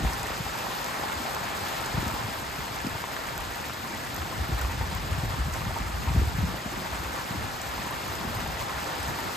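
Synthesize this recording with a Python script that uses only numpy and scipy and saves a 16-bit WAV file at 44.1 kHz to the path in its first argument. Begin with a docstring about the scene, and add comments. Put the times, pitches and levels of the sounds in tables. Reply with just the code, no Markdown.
"""Steady rain on leaves, lawn and patio, heard from the back of a house by two microphone ports.
Far rain is a wash of shaped noise. Nearer drops patter, drip, tap and splat as short dying waves.
Some close drops plop with a dull knock or tick with a tiny burst of bright noise.
Distant thunder arrives as short low pressure waves from each bend of the lightning channel:
many overlap into a rumble, and strong ones stand out as single thumps."""
import sys
import numpy as np
from scipy import signal
from scipy.fft import rfft, irfft, next_fast_len
from scipy.io import wavfile
from scipy.ndimage import uniform_filter1d

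SR = 44100
rng = np.random.default_rng(int(sys.argv[2]) if len(sys.argv) > 2 else 0)


def store_pcm(level_fs):
    """Save levels as 16-bit WAV."""
    pcm = np.round(np.clip(level_fs, -1, 1) * 32767).astype(np.int16)
    wavfile.write(sys.argv[1], SR, np.atleast_2d(pcm).T)


N = 412776

# Rumble, swelling and fading in rolls.
# Each row: time in seconds, level in dB, slope above its strongest pitch in dB per octave.
RUMBLE_ROLLS = [(0.0, -27.5, -4.5), (0.15, -40, -10), (0.6, -51, -6), (1.1, -50, 0), (1.8, -50, -7),
                (2.0, -34, -3), (2.2, -42, -7), (2.35, -46, -5), (2.6, -46, -1.5), (2.9, -45, -6),
                (3.15, -57, -13), (3.4, -40, -8), (3.8, -47, 3), (4.1, -41.5, 0), (4.33, -43, 0),
                (4.42, -32, -5), (4.47, -41, -2), (4.55, -32, -6), (4.59, -39, -2), (4.66, -34, -7),
                (4.72, -35, -7), (4.82, -36, -4.5), (4.9, -36, -8), (4.97, -34, -10), (5.03, -36, -5),
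                (5.22, -32.5, -7), (5.31, -33, -10), (5.4, -31.5, -5.5), (5.44, -38, -5), (5.51, -36, -10),
                (5.58, -35, -6), (5.68, -38, -8), (5.8, -35.5, -4.5), (6.0, -34.5, -5), (6.06, -36, -2),
                (6.12, -34, -6), (6.18, -30, -7), (6.26, -33, -3), (6.32, -36, -3), (6.43, -30, -3.5),
                (6.55, -37, -2), (6.62, -51, -1), (6.75, -37.5, -1), (6.85, -44, -1), (7.0, -42, -9),
                (7.2, -45.5, -5), (7.42, -36.5, -4), (7.58, -51, -9), (7.68, -48, 1), (7.75, -46, -12),
                (7.83, -41, -3), (8.0, -46, -3), (8.25, -39.5, -3), (8.5, -38, -6), (8.57, -47, -11),
                (8.63, -41, -4), (8.7, -57, -11), (8.8, -47, -6), (8.92, -58, -12), (9.1, -38, -1),
                (9.18, -48, -1), (9.27, -40, 2), (9.36, -58, -12)]
# Single thumps of thunder. Each row: middle in seconds, rough peak in dB, pitch in Hz, length in cycles.
THUNDER_THUMPS = [(0.029, -29, 71, 2.6), (0.052, -24, 167, 1.2), (0.064, -20, 64.6, 1.8),
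                  (0.075, -34, 168, 1.9), (0.102, -30, 272, 0.6), (0.135, -31, 153, 0.54),
                  (0.201, -31, 113, 1.6), (0.246, -26, 330, 0.6), (0.306, -24, 330, 0.6),
                  (0.407, -24, 137, 1.2), (0.458, -32, 64, 1.2), (0.998, -27, 300, 0.9),
                  (1.06, -29, 330, 0.6), (1.079, -34, 300, 0.6), (1.175, -31, 78, 1.9),
                  (1.204, -32.5, 264, 5.2), (1.415, -28, 153, 0.98), (1.626, -33, 96, 2.9),
                  (1.942, -29, 273, 0.99), (1.948, -21, 101, 1.1), (1.981, -16.5, 135, 0.9),
                  (2.03, -24, 298, 0.97), (2.047, -30, 114, 1.3), (2.068, -24, 210, 1.3),
                  (2.075, -27, 78, 1.4), (2.088, -34, 204, 1.4), (2.128, -34, 94, 1.3),
                  (2.141, -26, 272, 1.3), (2.216, -28, 153, 0.88), (2.251, -26, 114, 1.9),
                  (2.289, -26, 153, 0.8), (2.388, -31.5, 114, 1.3), (2.591, -29, 152, 1.3),
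                  (2.714, -33, 114, 1.4), (2.849, -22, 244, 1.3), (2.853, -30, 123.7, 1.7),
                  (2.872, -21.5, 244, 1.6), (2.914, -32, 88, 2), (2.957, -28, 114, 1),
                  (4.211, -30.5, 79, 3.5), (4.247, -32, 104, 1.3), (4.383, -27, 104, 1),
                  (4.416, -24.5, 71, 2.1), (4.495, -23, 105, 0.57), (4.529, -21, 95, 1.1),
                  (4.546, -24, 60.6, 1.8), (4.613, -30, 90, 1.2), (4.643, -28, 63.5, 2.4),
                  (4.69, -29, 79, 1.9), (4.741, -31, 64, 2.6), (4.782, -24, 78, 0.9),
                  (4.811, -18.5, 77.6, 1), (4.843, -32, 71, 2.1), (4.928, -27, 167, 1.3),
                  (4.959, -25, 86, 0.76), (4.989, -29, 168, 2.4), (5.0, -38, 64, 2.6),
                  (5.044, -30, 127, 1.9), (5.076, -32, 86, 2.1), (5.126, -18, 95, 1.2),
                  (5.188, -24, 114, 1.1), (5.213, -23, 71, 1.2), (5.236, -21, 115, 0.91),
                  (5.254, -29, 114, 1.9), (5.342, -28, 127, 1.5), (5.371, -36, 71, 1.2),
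                  (5.4, -21.5, 64, 1.5), (5.457, -25, 72, 1.2), (5.472, -24.5, 128, 1.8),
                  (5.485, -26, 190, 1.3), (5.5, -30, 70, 1.1), (5.525, -23.5, 80, 1.6),
                  (5.614, -25, 139, 1.3), (5.634, -29, 126, 0.73), (5.669, -29.5, 185, 2.4),
                  (5.678, -21.5, 86, 1.1), (5.72, -29, 86, 1.3), (5.815, -33, 58, 2.4),
                  (5.888, -31, 65, 2.3), (5.945, -29.5, 71, 1.5), (5.978, -29, 86, 1.1),
                  (6.013, -30.0, 86, 2.2), (6.086, -19, 77.4, 1.8), (6.11, -22, 139, 2.1),
                  (6.135, -21, 72, 1.3), (6.153, -16, 120, 1), (6.164, -16.5, 187.3, 0.8),
                  (6.18, -11, 78, 1.4), (6.198, -23, 185, 0.6), (6.218, -23, 336, 1.3),
                  (6.224, -16, 72, 1.1), (6.25, -33, 58, 1.3), (6.278, -22.5, 85, 1.3),
                  (6.351, -29, 153, 2.6), (6.365, -34, 58, 2.6), (6.391, -18.5, 139, 1.2),
                  (6.42, -22.5, 93.5, 3.1), (6.441, -20, 178, 2.5), (6.458, -36, 64, 1.9),
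                  (6.491, -24, 219, 1.1), (6.559, -36, 64, 2.3), (6.663, -22, 184, 0.87),
                  (6.69, -35, 58, 2), (6.777, -24, 166, 0.7), (6.82, -30, 272, 1.1),
                  (6.933, -27.5, 71, 1.3), (7.003, -31, 94, 1.2), (7.07, -33, 71, 2.3),
                  (7.311, -21.5, 154, 0.78), (7.361, -28, 204, 0.87), (7.388, -29, 86, 2.7),
                  (7.451, -33, 94.5, 2.9), (7.461, -34, 245, 1.6), (7.67, -34, 140, 1.5),
                  (7.69, -33, 70, 1.5), (7.799, -27.5, 150, 0.9), (7.845, -34, 247, 0.6),
                  (8.08, -29, 140, 1), (8.105, -29, 78.4, 1.8), (8.209, -30.5, 205, 2.8),
                  (8.252, -28, 327, 0.6), (8.277, -24, 113.5, 0.69), (8.299, -27.5, 204, 1.1),
                  (8.326, -32, 94, 1.3), (8.376, -28, 103, 2.1), (8.388, -34, 330, 0.75),
                  (8.425, -32, 185, 1.3), (8.437, -31, 86, 1), (8.475, -30, 153, 0.65),
                  (8.495, -32.5, 153, 2.3), (8.535, -36, 70, 1.6), (8.605, -31, 85, 1.4),
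                  (8.639, -30, 150, 0.91), (8.761, -31, 70.4, 2.5), (9.008, -31, 77.3, 2.1),
                  (9.059, -31, 64, 2.2), (9.088, -31, 114, 1.2), (9.259, -41, 226, 2.6)]
# Weak returns of each thump from the houses. Each row: delay in seconds, level against the thump in dB.
HOUSE_RETURNS = [(.019, -16), (.034, -17), (.055, -18)]
# Strength of the shower. Each row: time in seconds, level in dB before the layers are mixed.
SHOWER_STRENGTH = [(0.0, -35), (0.23, -35), (2.01, -34.5), (2.42, -36.5), (3.13, -36.5), (3.78, -37.5),
                   (4.61, -36.5), (5.37, -37.5), (5.55, -37.5), (6.44, -37.5), (6.91, -36.5), (7.53, -36.5),
                   (8.39, -36), (9.36, -35)]
# Tone of the far rain. Each row: frequency in Hz, relative level in dB per Hz.
WASH_TONE = [(25, -40), (60, 0.5), (150, 0), (300, -3), (550, -4), (850, 0.5), (1050, -2.5), (1300, -2),
             (1550, -2.5), (2000, -7), (3000, -10), (5000, -12), (6000, -16), (9000, -17), (13000, -21),
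             (15800, -19.5)]
# The hollow middle of the rain. Each row: time in seconds, level against the shower in dB.
HOLLOW_SWELL = [(0, 0), (.6, -.5), (.9, 1.5), (1.3, 1), (1.9, 1), (2.6, -0.5), (3.2, 0), (3.9, -1),
                (4.5, 0), (5.2, 0.5), (6, 0), (6.8, 0.5), (7.5, 0), (8, 0), (8.2, 1), (8.45, 1), (8.65, .5),
                (9, 1), (9.36, 0.5)]
# Drips into wet hollows. Each row: pitch in Hz, relative level in dB.
DRIP_TONE = [(450, -16), (900, 10.5), (2000, 5), (5000, -30), (9000, 4)]
# Drops on leaves and stone. Each row: pitch in Hz, relative level in dB.
PATTER_TONE = [(500, -2.5), (900, 5.5), (2000, 1.5), (4000, -6), (7000, -2.5), (12000, -0.5), (15000, -16)]
# Fat drops on the patio. Each row: time in seconds, level of the knock in dB, pitch in Hz.
PATIO_PLOPS = [(0.048, -21, 860), (0.073, -28, 912), (0.155, -30, 1470), (0.239, -22, 926),
               (0.299, -29, 760), (0.306, -31, 1100), (0.335, -32, 800), (0.464, -22, 850),
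               (0.495, -25, 1770), (0.667, -24, 915), (0.719, -26, 1030), (0.885, -24, 1070),
               (0.966, -28, 900), (1.036, -21, 840), (1.098, -21, 1365), (1.252, -22.5, 754),
               (1.309, -29, 934), (1.365, -21, 1040), (1.466, -34, 969), (1.509, -36, 820),
               (1.606, -28, 1260), (1.817, -28, 886), (1.971, -28, 1265), (2.224, -30, 818),
               (2.301, -36, 1130), (3.039, -20, 1030), (3.114, -30, 910), (3.165, -21, 1650),
               (3.696, -21.5, 1310), (4.219, -20, 1350), (4.325, -25, 1040), (4.648, -24, 1060),
               (4.695, -23, 920), (4.811, -22, 900), (5.197, -29, 1210), (5.618, -23, 1060),
               (5.707, -23.5, 760), (6.074, -22.5, 930), (6.542, -26, 716), (6.859, -23, 945),
               (7.779, -22, 980), (7.953, -29, 940), (8.115, -28, 734), (8.231, -29, 880),
               (8.461, -22, 805), (8.501, -29, 867), (9.187, -24, 950)]
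# Close drops. Each row: time in seconds, level of the splash in dB, thin fizz against splash in dB.
CLOSE_TICKS = [(0.1326, -20, -2), (0.2299, -22, -7), (0.2685, -24, 0), (0.5874, -22, -5), (0.816, -27, 4),
               (0.8425, -20, -6), (0.861, -28, -6), (0.889, -32, -6), (1.2201, -30, 2), (1.347, -20, 4.5),
               (1.4394, -28, -9), (1.6132, -30, 0), (1.6836, -26, -7), (1.8597, -23, -8), (2.0797, -22, -1),
               (2.7596, -27, -8), (2.868, -25, -6), (2.895, -25, -6), (3.0185, -27, -3), (3.274, -30, 3),
               (3.3772, -21, 3), (3.5573, -26, 2), (3.683, -26, 13), (4.144, -26, 4), (4.1624, -23, -3),
               (4.192, -29, 4), (4.482, -33, 2), (4.591, -26, 0), (4.6124, -24, 0), (4.618, -28, -8),
               (4.9492, -25, 2), (5.535, -24, -6), (5.5388, -22, -4), (7.001, -36, -11), (7.3043, -25, -4),
               (7.6143, -23, -11), (7.6187, -26, 1), (7.9064, -28, 2), (8.1529, -27, -4), (8.3484, -31, 2),
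               (8.4756, -26, 2), (8.8418, -26, -7), (9.028, -23, -5)]
# Stereo spread by frequency. Each row: frequency in Hz, likeness of left and right from 0 to 1,
# phase lead of the right channel in radians.
STEREO_SPREAD = [(60, 0.8, .01), (350, 0.62, -0.16), (750, 0.24, -0.27), (1230, 0.13, 0.67),
                 (1560, 0.62, 2), (1850, 0.93, 0), (2260, 0.7, 0.4), (3100, 0.72, -1.2), (4870, 0.56, 0),
                 (5500, .33, 1.4), (6600, 0.99, .02), (7340, 0.99, -0.1), (8540, 0.65, 1.43),
                 (9100, 1, 3.1), (10800, 1, 3.2), (11200, .6, 4.8), (11900, 1, 6.25), (13700, 1, 6.32),
                 (14400, .7, 7.8), (14800, 1, 9.3), (15800, 1, 9.5)]
# Stereo balance by frequency. Each row: frequency in Hz, left minus right in dB.
LEFT_OVER_RIGHT = [(350, .2), (770, 1.5), (1300, -.2), (1800, .5), (2740, 2.2), (4200, 3), (6400, .5),
                   (8000, 0)]

WAVES_PER_S = 420  # weak thunder waves in the rumble
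TAPS_PER_S, DRIPS_PER_S, DROPS_PER_S, SPLATS_PER_S = 220, 650, 1300, 70
FRONT_DB = -17  # steep front of a thump against its main wave
TAP_DB = -11  # dull tap of a tick against its splash
CLUMP_DB = 2  # nearer drops come in clusters, shaken off the leaves
WALL_S, WALL_DB, WALL_HZ = 0.0075, -5.5, 2170  # the house wall returns near drops, duller
EDGE_HZ = 15750  # top of the band that is kept


def gain_of(db):
    """Turns decibels into a factor."""
    return 10 ** (np.asarray(db) / 20)


def evened(x):
    """Scales a signal to an average strength (rms) of 1."""
    return x / np.sqrt(np.mean(x ** 2) + 1e-20)


def read(points, hz, order=1):
    """Reads a column of a table at any frequency, with straight lines over log frequency."""
    table = np.transpose(points)
    return np.interp(np.log(hz + 1), np.log(table[0] + 1), table[order])


def follow(rows, order=1):
    """Reads a column of a time table, sample by sample."""
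    table = np.transpose(rows)
    return np.interp(np.arange(N) / SR, table[0], table[order])


def wander(size):
    """Makes a slow random curve of rms 1, smoothed twice over this many samples."""
    once = uniform_filter1d(rng.standard_normal(N), size)
    return evened(uniform_filter1d(once, size))


def wavelet(hz, cycles, rise):
    """Makes a short wave that rises over a share of its length and dies away."""
    u = np.arange(max(round(2 * cycles * SR / hz), 4)) * hz / SR / cycles
    attack = 1 - np.exp(-u / max(rise, .01))
    fade = np.exp(-3 * u) * np.cos(np.pi * np.minimum(u / 4, .5))
    shape = attack * fade
    return shape / shape.max() * np.sin(2 * np.pi * cycles * u)


def scatter(pitches_hz, per_s, spread_db, cycles, rise, level_db, shared):
    """Drops wavelets at random moments, most small and a few large, on a direct and a side path."""
    happens = rng.random(N) < per_s / SR
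    size = gain_of(spread_db * np.minimum(rng.exponential(1, N), 3.5)) * happens
    size = size * rng.choice([-1., 1.], N)
    kind = rng.integers(0, len(pitches_hz), N)
    side = rng.standard_normal(N)
    # the side path has the same moments at random strengths, plus a shifted set of its own
    own = (1 - np.clip(shared, 0, 1)) * np.roll(size, 9001)
    both = evened(np.array([size, size * side + own]))
    out = np.zeros((2, N))
    for k, hz in enumerate(pitches_hz):
        grain = wavelet(hz, cycles * rng.uniform(0.89, 1.77), rise)
        grain = grain / np.linalg.norm(grain)
        train = both * (kind == k) * gain_of(level_db(hz))
        out += signal.oaconvolve(train, grain[None], axes=1)[:, :N]
    return out


def rumble():
    """Many weak waves overlap; long paths through air keep only the lowest pitches."""
    above, below, top_hz = follow(RUMBLE_ROLLS, order=2), 14.0, 58  # slopes in dB per octave

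    def level_db(hz):
        """Lets the level change with distance from the strongest pitch."""
        octaves = np.log2(hz / top_hz)
        return (above if octaves > 0 else below) * octaves

    waves = scatter(np.geomspace(40, 330, 12), WAVES_PER_S, 1.9, 2.25, 0.65, level_db, 0.75)
    # even out the chance level over a fifth of a second, then apply the rolls
    level = np.sqrt(uniform_filter1d((waves ** 2).mean(0), size=SR // 5))
    return gain_of(follow(RUMBLE_ROLLS)) * waves / level


def thumps():
    """Strong waves: a steep front, a pitch that sags into a slower pull, weak returns from the houses."""
    out = np.zeros(N)
    steps = np.arange(-3000, 3000)
    t = steps / SR
    for s, peak_db, hz, cycles in THUNDER_THUMPS:
        u = t * hz / max(cycles, .5)
        sagging = 2 * np.pi * hz * t * (1 - 0.16 * np.tanh(u))
        wave = np.exp(-2.8 * u ** 2) * np.sin(sagging + 0.48)
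        # the front comes just before the middle of the wave
        front = np.exp(-((t + 0.29 * cycles / hz) / 0.00098) ** 2) * np.sin(2 * np.pi * 290 * t)
        thump = gain_of(peak_db) * (wave + gain_of(FRONT_DB) * front)
        at = round(s * SR) + steps
        out[at[at >= 0]] += thump[at >= 0]
    back = sum(gain_of(db) * np.roll(out, round(s * SR)) for s, db in HOUSE_RETURNS)
    return np.array([out + back, 0.1 * out + 0.36 * np.roll(out, 700)])


def wash():
    """Countless far drops: random short spectra with drifting patches and a treble flicker."""
    frames, hz = N // 128 + 6, np.fft.rfftfreq(512, 1 / SR)
    a, b, c, d, patches = rng.standard_normal((frames, 257, 5)).T
    patches = uniform_filter1d(patches, size=14, axis=0)  # across frequency
    patches = evened(uniform_filter1d(patches, size=8, axis=1))  # across time
    flicker = evened(uniform_filter1d(rng.standard_normal(frames), size=8))
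    flicker_db = 1.14 * np.outer(hz / 10000, flicker)  # grows with frequency
    tone_db = read(WASH_TONE, hz)[:, None] + 0.96 * patches + flicker_db
    spectra = np.array([a + 1j * b, c + 1j * d]) * gain_of(tone_db)
    return evened(signal.istft(spectra, nperseg=512, noverlap=384)[1][:, :N])


def taps():
    """Short blunt taps on wet boards and broad leaves, only a cycle or two each."""
    return evened(scatter(np.geomspace(600, 3000, 10), TAPS_PER_S, 1.7, 1.4, 0.046, lambda hz: 0, 0.87))


def drips():
    """Drops into puddles and cupped leaves ring on for a dozen cycles or more."""
    pitches_hz = np.geomspace(450, 9000, 30)
    return evened(scatter(pitches_hz, DRIPS_PER_S, 2.7, 16.5, 0.018, lambda hz: read(DRIP_TONE, hz), 0.59))


def patter():
    """Nearer drops on leaves and stone, each a tap of a few cycles."""
    pitches_hz = np.geomspace(500, 15000, 22)
    return evened(scatter(pitches_hz, DROPS_PER_S, 3.4, 5.0, 0.094, lambda hz: read(PATTER_TONE, hz), 0.5))


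def splats():
    """Sparse bright drops burst on the patio, each a thin crack of a few cycles."""
    return evened(scatter(np.geomspace(3500, 11000, 8), SPLATS_PER_S, 3, 3.8, 0.1, lambda hz: 0, 0.88))


def plops():
    """Fat drops: a dull knock of a few cycles with a weaker one about an octave higher."""
    out = np.zeros(N + SR)
    for s, peak_db, hz in PATIO_PLOPS:
        start = round(s * SR) + 40  # about a millisecond after the listed time
        for knock in (wavelet(hz, 5.2, 0.044), 0.5 * wavelet(2.06 * hz, 4.6, 0.048)):
            out[start:][:len(knock)] += gain_of(peak_db) * knock
    return np.array([out[:N], 0.45 * out[:N]])


def ticks():
    """Close drops: a brief bright splash of noise with a thin fizz, over a duller tap."""
    t = np.arange(400) / SR
    bright = signal.butter(2, [5000, 9800], "bandpass", fs=SR, output="sos")
    thin = signal.butter(2, [10000, 15300], "bandpass", fs=SR, output="sos")
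    dull = signal.butter(2, [2200, 6000], "bandpass", fs=SR, output="sos")
    out = np.zeros((2, N + len(t)))
    noises = rng.standard_normal((len(CLOSE_TICKS), 2, len(t)))
    for (s, peak_db, fizz_db), noise in zip(CLOSE_TICKS, noises):
        burst = noise * gain_of(-60 * t / 0.009) * np.minimum(t / 0.0003, 1)  # falls 60 dB in 9 ms
        splash, tap = signal.sosfilt(bright, burst), signal.sosfilt(dull, burst)
        fizz = signal.sosfilt(thin, burst)
        high = splash / abs(splash).max() + gain_of(fizz_db) * fizz / abs(fizz).max()
        tick = high / abs(high).max() + gain_of(TAP_DB) * tap / abs(tap).max()
        start = round(s * SR) + 40  # about a millisecond after the listed time
        out[:, start:][:, :len(t) - 40] += gain_of(peak_db) * tick[:, :-40]
    return out[:, :N]


def walled(x):
    """Adds the late, duller return from the house wall."""
    back = signal.lfilter(*signal.butter(2, WALL_HZ, fs=SR), x)
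    return x + gain_of(WALL_DB) * np.roll(back, round(WALL_S * SR), axis=-1)


def hollow(x):
    """Lets the band round one kilohertz swell and sink on its own."""
    band = signal.lfilter(*signal.butter(1, [550, 1500], "bandpass", fs=SR), x)
    return x + (gain_of(follow(HOLLOW_SWELL)) - 1) * band


def scene():
    """Mixes all sources on a direct path and a side path."""
    shower_db = follow(SHOWER_STRENGTH)
    thunder = rumble() + thumps()
    drops = gain_of(-12.0) * taps() + gain_of(-9.0) * drips() + gain_of(-7.5) * patter()
    near = gain_of(CLUMP_DB * wander(size=2000)) * walled(drops)
    rain = gain_of(shower_db) * (gain_of(1.42) * wash() + near)
    cracks = gain_of(shower_db - 23.0 + CLUMP_DB * wander(size=3000)) * splats()
    return thunder + hollow(rain) + cracks + walled(plops()) + ticks()


def record(dry):
    """Left takes the direct path, right a blend of both; then phase, balance, bass and treble are set."""
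    size = next_fast_len(N)
    hz = np.fft.rfftfreq(size, 1 / SR)
    direct, other = rfft(dry, size)
    alike = np.clip(read(STEREO_SPREAD, hz), 0, 1)
    # long waves reach both ports nearly in step, so the lead shrinks below 500 Hz
    lead = read(STEREO_SPREAD, hz, order=2) * np.minimum(hz / 500, 1)
    # each channel takes half of the phase lead and half of the level difference
    turn = np.exp(.5j * lead) / gain_of(.5 * read(LEFT_OVER_RIGHT, hz))
    blend = alike * direct + np.sqrt(1 - alike ** 2) * other
    stereo = np.array([direct / turn, blend * turn])
    # wind filter cuts the deepest bass, below about 45 Hz
    stereo = stereo * (1j * hz / 45) ** 2 / (1 + 1.3j * hz / 45 - (hz / 45) ** 2)
    out = irfft(stereo, size)[:, :N]
    band_limit = signal.firwin(1023, EDGE_HZ, window=("kaiser", 10), fs=SR)
    return signal.oaconvolve(out, band_limit[None], "same")


dry = scene()
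out = record(dry)
store_pcm(out)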